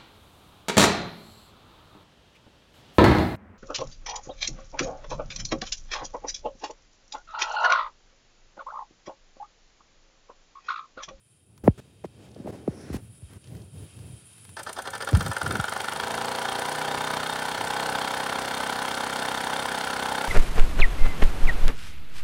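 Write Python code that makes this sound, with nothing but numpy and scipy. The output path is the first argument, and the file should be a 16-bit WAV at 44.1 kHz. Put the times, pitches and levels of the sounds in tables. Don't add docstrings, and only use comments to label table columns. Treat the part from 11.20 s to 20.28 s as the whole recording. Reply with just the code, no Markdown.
import sys
import numpy as np
from scipy import signal
from scipy.fft import rfft, irfft, next_fast_len
from scipy.io import wavfile
from scipy.ndimage import uniform_filter1d, map_coordinates

SR = 44100
rng = np.random.default_rng(int(sys.argv[2]) if len(sys.argv) > 2 else 0)


def wav_out(sig):
    wavfile.write(sys.argv[1], SR, np.round(np.clip(np.atleast_2d(sig).T, -1, 1) * 32767).astype(np.int16))


N = 400428
TIME = np.arange(N) / SR


def amp(db):
    return 10 ** (np.asarray(db) / 20)


def unit(x):
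    return x / np.sqrt(np.mean(x ** 2) + 1e-20)


def along(points, hz):
    freqs, values = np.transpose(points)
    return np.interp(np.log(hz + 1), np.log(freqs + 1), values)


def curves(rows):
    times, *columns = np.transpose(rows)
    return [np.interp(TIME, times, column) for column in columns]


def wobble(rate):
    return map_coordinates(rng.standard_normal(int(N * rate / SR) + 4), [TIME * rate])


def swell(start, end, rise, fall):
    ramp = np.clip(np.minimum((TIME - start) / rise, (end - TIME) / fall), 0, 1)
    return np.sin(np.pi / 2 * ramp) ** 2


def filtered(x, response):
    size = next_fast_len(N + SR // 2)
    return irfft(rfft(x, size) * response(np.fft.rfftfreq(size, 1 / SR)), size)[:N]


def low_cut(x, edge_hz):
    return filtered(x, lambda hz: hz ** 3 / np.hypot(hz ** 3, edge_hz ** 3))


def eq(x, spectrum):
    return filtered(x, lambda hz: amp(along(spectrum, hz)))


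def noise(spectrum):
    return unit(eq(rng.standard_normal(N), spectrum))


def ring(x, modes):
    t = np.arange(SR // 5) / SR
    body = sum((-1) ** k * amp(db) * width * np.exp(-np.pi * width * t) * np.sin(2 * np.pi * hz * t)
               for k, (hz, width, db) in enumerate(modes))
    return signal.fftconvolve(x, body / np.linalg.norm(body))[:N]


def add(track, start, sound):
    part = track[round(start * SR):][:len(sound)]
    part += sound[:len(part)]


def chirp(hz, growth, t60, rise_cycles=2.15):
    t = np.arange(SR // 4) / SR
    cycles = np.log1p(growth * hz * t) / growth
    attack = 1 - np.exp(-(t * hz / rise_cycles) ** 2)
    return amp(-60 * t / t60) * attack * np.sin(2 * np.pi * cycles)


# frequency in Hz, t60 in seconds.
ROOM_DECAY = [(100, 0.51), (1000, 0.25), (4000, 0.22), (14000, 0.36)]

def surroundings(x):
    hz, t, spectra = signal.stft(rng.standard_normal(SR // 3), SR, nperseg=256)
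    tail = signal.istft(spectra * amp(-60 * t / along(ROOM_DECAY, hz)[:, None]), SR, nperseg=256)[1]
    return signal.fftconvolve(x, np.pad(tail, (SR // 500, 0)) / np.linalg.norm(tail))[:N]


# frequency in Hz, relative level in dB.
SWISH_EQ = [(2000, -25), (4300, -11), (5400, 7), (6400, -4), (8000, -20), (15000, -35)]
SWING_END_S = 1.824

def sleeve(swing):
    cloth = noise([(500, -5), (1500, 16), (3000, 5), (5500, 6), (8000, -2), (15000, -21.5)])
    time_left = np.maximum(SWING_END_S - TIME, 0)
    rustle = swing * amp(-55 - 16 * time_left + 2 * wobble(rate=25)) * cloth
    swish = amp(-58.5) * swell(1.44, 1.74, rise=.22, fall=.1618) * noise(SWISH_EQ)
    return rustle + swish


# start in seconds, level in dB, first pitch in Hz,
# growth of the period in seconds per second, t60 in seconds.
CASE_BUMPS = [(0.477, -0.5, 1510, 0.49, 0.086), (.844, -23, 1530, 0.36, 0.073),
              (1.162, -32.5, 936, 0.2326, 0.06), (1.198, -24, 520, 0.4424, 0.05594),
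              (1.245, -23, 480, 0.31, .05), (1.258, -19, 700, 0.29, 0.028),
              (1.274, -23.5, 1050, 0.18244, 0.0578), (1.477, -12.5, 966.3, 0.372, 0.082),
              (1.7, -23, 905, 0.59, 0.1007), (1.742, -20, 1140, 0.52, 0.11), (2.022, -27, 200, 0.32, 0.14),
              (3.919, -20, 427, 0.225, .09), (3.931, 3.5, 161, 0.27, 0.11),
              (3.964, -7.5, 215, 0.055, 0.079), (4.39, -15.5, 328, 0.42, 0.094)]

def case_bumps():
    notes, scuff = np.zeros((2, N))
    t = np.arange(SR // 10) / SR
    for start, db, hz, growth, t60 in CASE_BUMPS:
        edge = amp(-18) * chirp(1.8 * hz, growth=.112, t60=.014)
        add(notes, start, amp(db) * (chirp(hz, growth, t60) + edge))
        add(scuff, start, amp(db - 25.5 - 60 * t / .07))
    return notes, scuff


# start and length in seconds, then rumble, rub and scratch in dB.
SKIN_DRAGS = [(0.262, 0.18, -71, -75, -84), (0.436, 0.048, -29.5, -33.5, -63),
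              (0.577, 0.026, -49, -51, -52), (0.84, .02, -62, -44, -54), (0.957, 0.15, -67, -58, -71),
              (1.266, 0.0455, -45, -42.5, -55), (1.323, 0.043, -54, -46.5, -57),
              (1.727, 0.0466, -31.5, -45.5, -45), (1.739, 0.22, -49, -77, -70),
              (2.087, 0.1, -50.5, -59, -61), (2.209, 0.32, -42, -52, -72), (2.508, 0.19, -41.5, -54, -74),
              (2.67, 0.38, -44.5, -57, -74), (3.947, 0.19, -30, -45.5, -67), (4.226, 0.061, -36, -41, -70),
              (4.275, 0.12183, -35, -35.5, -70), (3.276, .08, -58, -67, -75.5),
              (6.37, 0.104, -49, -46, -73)]
# time in seconds, rumble level in dB.
RESTING_HAND = [(0, -70), (.5, -55.5), (3.1, -59), (4.8, -51), (5.2, -66.5)]
# frequency in Hz, relative level in dB.
RUMBLE_EQ = [(20, -24), (45, -32), (70, -1.5), (110, 2), (180, -7), (300, -25.5), (700, -46.5)]
RUB_EQ = [(80, -9), (200, 5.5), (400, 3), (750, -7), (1200, -19), (2500, -27.5), (6000, -55)]

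def handling():
    bumps, rubbing = case_bumps()
    rumbling, scratching = np.zeros((2, N))
    for start, length, rumble_db, rub_db, scratch_db in SKIN_DRAGS:
        contact = signal.windows.tukey(round(length * SR), min(length / .28, 1))
        add(rumbling, start, amp(rumble_db) * contact)
        add(rubbing, start, amp(rub_db) * contact)
        add(scratching, start, amp(scratch_db) * contact)
    swing = swell(.83, SWING_END_S, rise=.76, fall=.07) * amp(1.56 * wobble(rate=13.2))
    resting = amp(curves(RESTING_HAND)[0])
    grip = amp(1.8 * wobble(rate=24))
    rumble = (resting + amp(-54) * swing + grip * rumbling) * noise(RUMBLE_EQ)
    rub = (amp(-7.5) * resting + amp(-47) * swing + grip * rubbing) * noise(RUB_EQ)
    rustle = sleeve(swing)
    scratch = scratching * noise([(300, 0), (1500, 4), (4000, -6), (10000, -9.5), (16000, -22)])
    return bumps + rumble + rub + rustle + scratch


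# time in seconds, relative levels of the jet and the hiss in dB.
LEAK_LEVELS = [(0.0, -67.5, -74.5), (0.42, -70, -74.5), (0.54, -74.5, -66.5), (0.9, -74, -69),
               (1.06, -73, -64), (1.57, -63.5, -67), (1.84, -64.5, -70), (2.02, -59.5, -66.5),
               (2.2, -64, -66.5), (2.36, -66, -64), (2.5, -61, -68), (2.58, -55.5, -62),
               (2.78, -58.5, -60.5), (3.33, -54, -63)]
# frequency in Hz, relative level in dB.
JET_EQ = [(6000, -31), (7700, -11), (8150, -17), (8900, -4.5), (9500, -4.5), (9950, -2), (10400, -4),
          (11000, -19), (15700, -38)]
HISS_EQ = [(600, -7.5), (1400, -1.5), (2100, -4.5), (2630, 3), (2900, -2), (3180, 5.5), (3440, -5),
           (3700, 2), (4100, -6), (4750, -2), (6000, -9), (7500, -7), (16000, -29.5)]

def leak(turns, running_db=-22.5):
    jet_db, hiss_db = np.array(curves(LEAK_LEVELS)) + running_db * np.clip(turns, 0, 1)
    whistle_start = 2.52
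    whistle_hz = 9800 + 100 * (TIME - whistle_start) + 89.5 * wobble(rate=11)
    roughness = noise([(20, 3), (130, 2), (350, -17), (1200, -64.5)])
    whistle = np.sin(2 * np.pi * np.cumsum(whistle_hz) / SR) * roughness
    whistle *= amp(-59) * swell(whistle_start, 2.7, rise=.066, fall=.12)
    flutter = amp(1.2 * wobble(rate=10) + 1.4 * wobble(rate=90))
    jet = map_coordinates(noise(JET_EQ), [np.cumsum(1 + .012 * wobble(rate=9))], mode="reflect")
    hiss = amp(hiss_db + 1 + 1.3 * wobble(rate=19)) * noise(HISS_EQ)
    return flutter * (amp(jet_db + .5) * jet + whistle) + hiss


# start in seconds, level in dB.
WATER_SPITS = [(1.089, -57), (1.116, -54), (1.146, -54), (2.242, -52), (2.273, -52), (2.368, -53),
               (2.418, -53)]
# frequency in Hz, relative level in dB.
SPIT_EQ = [(1500, -22), (3300, 1), (6000, -2.5), (8000, -14), (15000, -24)]

def spits(t60=.025):
    bursts, t = np.zeros(N), np.arange(SR // 20) / SR
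    for start, db in WATER_SPITS:
        add(bursts, start, amp(db - 60 * t / t60))
    return bursts * noise(SPIT_EQ)


# start in seconds, relative level in dB.
FINGER_TICKS = [(0.378, -50), (2.134, -47), (2.351, -47), (2.79, -47.5), (3.181, -49), (3.251, -43.5),
                (3.292, -44.5)]
# start in seconds, send to the rod in dB, send to the bench in dB.
CRANK_CLANKS = [(3.368, -30, -48), (3.398, -53.5, -42.5), (3.464, -29.5, -47.5), (3.59, -50, -27.5)]

def fingers(tick_t60=.025, clank_t60=.048):
    taps, on_rod, on_bench = np.zeros((3, N))
    t = np.arange(SR // 30) / SR
    for start, db in FINGER_TICKS:
        add(taps, start, amp(db - 60 * t / tick_t60) * rng.standard_normal(len(t)))
    for start, rod_db, bench_db in CRANK_CLANKS:
        jolt = amp(-60 * t / clank_t60) * rng.standard_normal(len(t))
        add(on_rod, start, amp(rod_db) * jolt)
        add(on_bench, start, amp(bench_db) * jolt)
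    clanks = ring(on_rod, ROD_MODES) + amp(-6) * eq(on_rod, HISS_EQ) + ring(on_bench, THUMP_MODES)
    clicks = amp(-16) * ring(taps, PLATE_MODES) + amp(6.5) * eq(taps, CHUFF_EQ) + amp(-6.5) * taps
    return clanks + clicks


# time in seconds, speed in turns a second.
RUN_UP = [(3.367, 9.525), (3.61, 11.049), (4, 17.689), (4.51, 24.607), (4.7, 25.311), (4.87, 28.087),
          (5.52, 30.646), (5.84, 31.291), (6.39, 31.944), (7.2, 32.374), (9.08, 32.282)]
PUSH_S = RUN_UP[0][0]

def flywheel():
    speed, = curves(RUN_UP)
    turns = np.cumsum(speed * (TIME > PUSH_S)) / SR
    return speed, turns + .005 * wobble(rate=9) * np.minimum(turns, 1)


PACE_SPEEDS = [10.6, 17.9, 33.7]

def by_pace(speed, values):
    return np.interp(speed, PACE_SPEEDS, values)


def puff(turns, centre, width, scatter_db):
    offset = turns - centre + .5
    sizes = amp(scatter_db * rng.standard_normal(int(turns[-1]) + 3))
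    bell = np.exp(-.5 * ((offset % 1 - .5) / width) ** 2)
    return sizes[np.floor(offset).astype(int)] * bell * (turns > 0)


# frequency in Hz, gain in dB.
BASE_RESPONSE = [(55, -20), (92, -10), (115, -18), (157, -1), (180, -17), (222, -9), (240, -15), (258, -8),
                 (290, -10), (320, -13), (385, -7), (430, -10), (460, -4), (492, -2), (520, 2.5), (545, -8),
                 (605, -15), (655, -9), (675, -2), (700, -14), (742, -3), (773, -2), (810, -4), (838, -2),
                 (868, -11), (938, 0), (1000, -5), (1150, -17), (1470, -10), (1512, -1), (1560, -18)]
# turns a second, level in dB.
HUM_LEVELS = [(10, -62), (25, -52), (28, -42)]

def base_hum(speed, turns, strongest_at_turn=.28, scatter_radians=1.15):
    hum = np.zeros(N)
    for order in range(2, 50):
        phase = 2 * np.pi * order * (turns - strongest_at_turn) + scatter_radians * rng.standard_normal()
        hum += amp(along(BASE_RESPONSE, order * speed)) * np.cos(phase)
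    level_db = np.interp(speed, *np.transpose(HUM_LEVELS)) + .71 * wobble(rate=6)
    return amp(level_db) * hum * (turns > 0)


def piston_squeak(speed, turns, hz=1400):
    note = np.sin(2 * np.pi * np.cumsum(hz * (1 + .06 * wobble(rate=600))) / SR)
    nearness = np.exp(-((speed - 22.4) / 3.8) ** 2)
    return amp(-18.5) * nearness * puff(turns, .283, .039, scatter_db=0) * note


# frequency in Hz, relative level in dB.
CHUFF_EQ = [(200, -13.5), (600, -7.5), (980, 2), (1160, -6.5), (1500, 1), (1840, -7), (2040, -5.5),
            (2480, -12), (3290, -6.5), (3460, -17.5), (3620, -5.5), (3850, -14.5), (4400, -9.5),
            (4850, -13.5), (6930, -20), (9450, -22), (12300, -33), (15700, -27.5)]
EXHAUST_EQ = [(500, -50), (2000, -0.5), (4500, -10.5), (6000, -4), (7000, -4), (8500, 2), (9500, 4),
              (10300, 0), (11200, -8.5), (14000, -9.5), (16000, -25)]
VALVE_EQ = [(2500, -33), (5000, 5.5), (5450, -2), (5950, 1.5), (6800, -11), (8400, -13), (8700, 9),
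            (9100, -16), (15000, -28)]
# dB at slow, medium and full speed.
CHUFF_LEVELS = [-44, -33, -31]
VALVE_LEVELS = [-48, -39, -62]
ROD_PUFF_LEVELS = [-39, -34.5, -37.5]

def steam(speed, turns):
    first = puff(turns, by_pace(speed, [.28, .26, .17]), by_pace(speed, [.04, .035, .02]), .5)
    second = puff(turns, by_pace(speed, [.66, .615, .47]), by_pace(speed, [.026, .042, .055]), 2)
    stroke = puff(turns, by_pace(speed, [.28, .29, .255]), by_pace(speed, [.08, .052, .1]), .5)
    opening = puff(turns, .055, .055, scatter_db=1.5)
    blow = opening * amp(-42 + 3 * (speed - PACE_SPEEDS[0])) * np.clip(16.5 - speed, 0, 1)
    running = turns > 0
    outflow = by_pace(speed, [.9, 1.8, 1.7]) * first + 2.4 * second + .1 * running
    exhaust = amp(-44.5) * outflow * noise(EXHAUST_EQ)
    wet_sputter = amp(unit(uniform_filter1d(rng.standard_normal(N), size=50)))
    steady_flow = by_pace(speed, [.25, .24, .47]) * running
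    flow = amp(by_pace(speed, CHUFF_LEVELS)) * (stroke + steady_flow) + .5 * blow
    on_rod = blow + amp(by_pace(speed, ROD_PUFF_LEVELS)) * puff(turns, .3078, .05444, scatter_db=3)
    through_valve = opening * by_pace(speed, [1, .5, .3]) + stroke
    valve = amp(by_pace(speed, VALVE_LEVELS)) * through_valve * noise(VALVE_EQ)
    chuff = flow * wet_sputter * noise(CHUFF_EQ)
    rod = on_rod * unit(ring(rng.standard_normal(N), ROD_MODES))
    return exhaust + valve + chuff + rod


# crank position in turns, relative level in dB at slow, medium
# and full speed, then sends in dB to the plate, the rod and the bench.
SLACK_KNOCKS = [(.015, -10, -23, -7.5, -3.5, 10.5, -42), (.135, -14, -23, -5.5, -2, 3, 4),
                (.25, -5.5, -4.5, -0.5, 1.5, 0, -4), (.28, -11.5, -16.5, -2.5, -1, -2.5, -1.5),
                (.39, -14.5, -11.5, -7, -1.5, 9, -21), (0.861, -22, -33, -9, 0.5, 6, -8.5)]

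def knocks(speed, turns, scatter_s, scatter_db=1.8):
    tracks, whole_turns = np.zeros((3, N)), np.arange(int(turns[-1]))
    for position, slow, medium, full, *sends_db in SLACK_KNOCKS:
        late, hard = rng.standard_normal((2, len(whole_turns)))
        on_time = np.searchsorted(turns, whole_turns + position)
        at = np.clip(on_time + (late * scatter_s * SR).astype(int), 0, N - 1)
        level_db = by_pace(speed[at], [slow, medium, full]) + scatter_db * hard
        size = amp(level_db) * np.sqrt(SR / speed[at])
        tracks[:, at] += np.outer(amp(sends_db), size)
    return tracks


# frequency in Hz, bandwidth in Hz, relative level in dB.
PLATE_MODES = [(245, 67, -2.5), (441, 99, 3), (547, 29, 6), (661.15, 19, -2.5), (710, 28, -6),
               (774.8, 42, -0.5), (852, 59, -5), (930, 136, -4.5), (1210, 830, -9.5), (1314, 180, -10.5),
               (1463, 50, -8.5), (1511, 28.63, 3), (1680, 53, -18), (1980, 25, -8), (2910, 78.36, -8),
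               (3287, 230, -9), (3630, 150, -7), (4070, 99.2, -11), (4390, 82, -10)]
ROD_MODES = [(463, 69, -0.5), (824, 48, 5), (950, 55, 6.5), (1295, 150.5, 7.5), (1438, 74, 8),
             (1515, 46, 4), (1760, 40, 8.5), (3250, 140, -12), (4850, 210, -15)]
THUMP_MODES = [(520, 230, -5), (834, 410, -1)]
# dB at slow, medium and full speed.
THUMP_LEVELS = [2, -6, -4]

def linkage(speed, turns, soft_start_db=-15.5, firm_up_s=.14):
    since_push = np.maximum(TIME - PUSH_S, 0)
    force = amp(-37 + soft_start_db * np.exp(-since_push / firm_up_s))
    on_plate, on_rod, on_bench = force * knocks(speed, turns, scatter_s=.00008)
    loose = force * knocks(speed, turns, scatter_s=.0004)[0]
    plate = low_cut(ring(on_plate * amp(by_pace(speed, [0, -6, -8])), PLATE_MODES), edge_hz=140)
    thump = low_cut(ring(on_bench * amp(by_pace(speed, THUMP_LEVELS)), THUMP_MODES), edge_hz=350)
    rattle = low_cut(ring(loose * amp(by_pace(speed, [-9, -11, -3])), PLATE_MODES), edge_hz=1070)
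    rod = ring(on_rod * amp(by_pace(speed, [-8, -2.5, -12])), ROD_MODES)
    metal_snap = unit(eq(loose, CHUFF_EQ)) * amp(by_pace(speed, [-48, -47, -49]))
    return plate + thump + rattle + rod + metal_snap


def scene():
    speed, turns = flywheel()
    engine = sum(source(speed, turns) for source in (linkage, base_hum, piston_squeak, steam))
    room = amp(-8) * surroundings(engine)
    return (engine + room + leak(turns) + spits() + fingers() + handling())[None]


def record(dry):
    low_hz, top_hz = 52, 15830
    return filtered(dry[0], lambda hz: (hz < top_hz) * hz ** 3 / np.hypot(hz ** 3, low_hz ** 3))[None]


dry = scene()
out = record(dry)
wav_out(out)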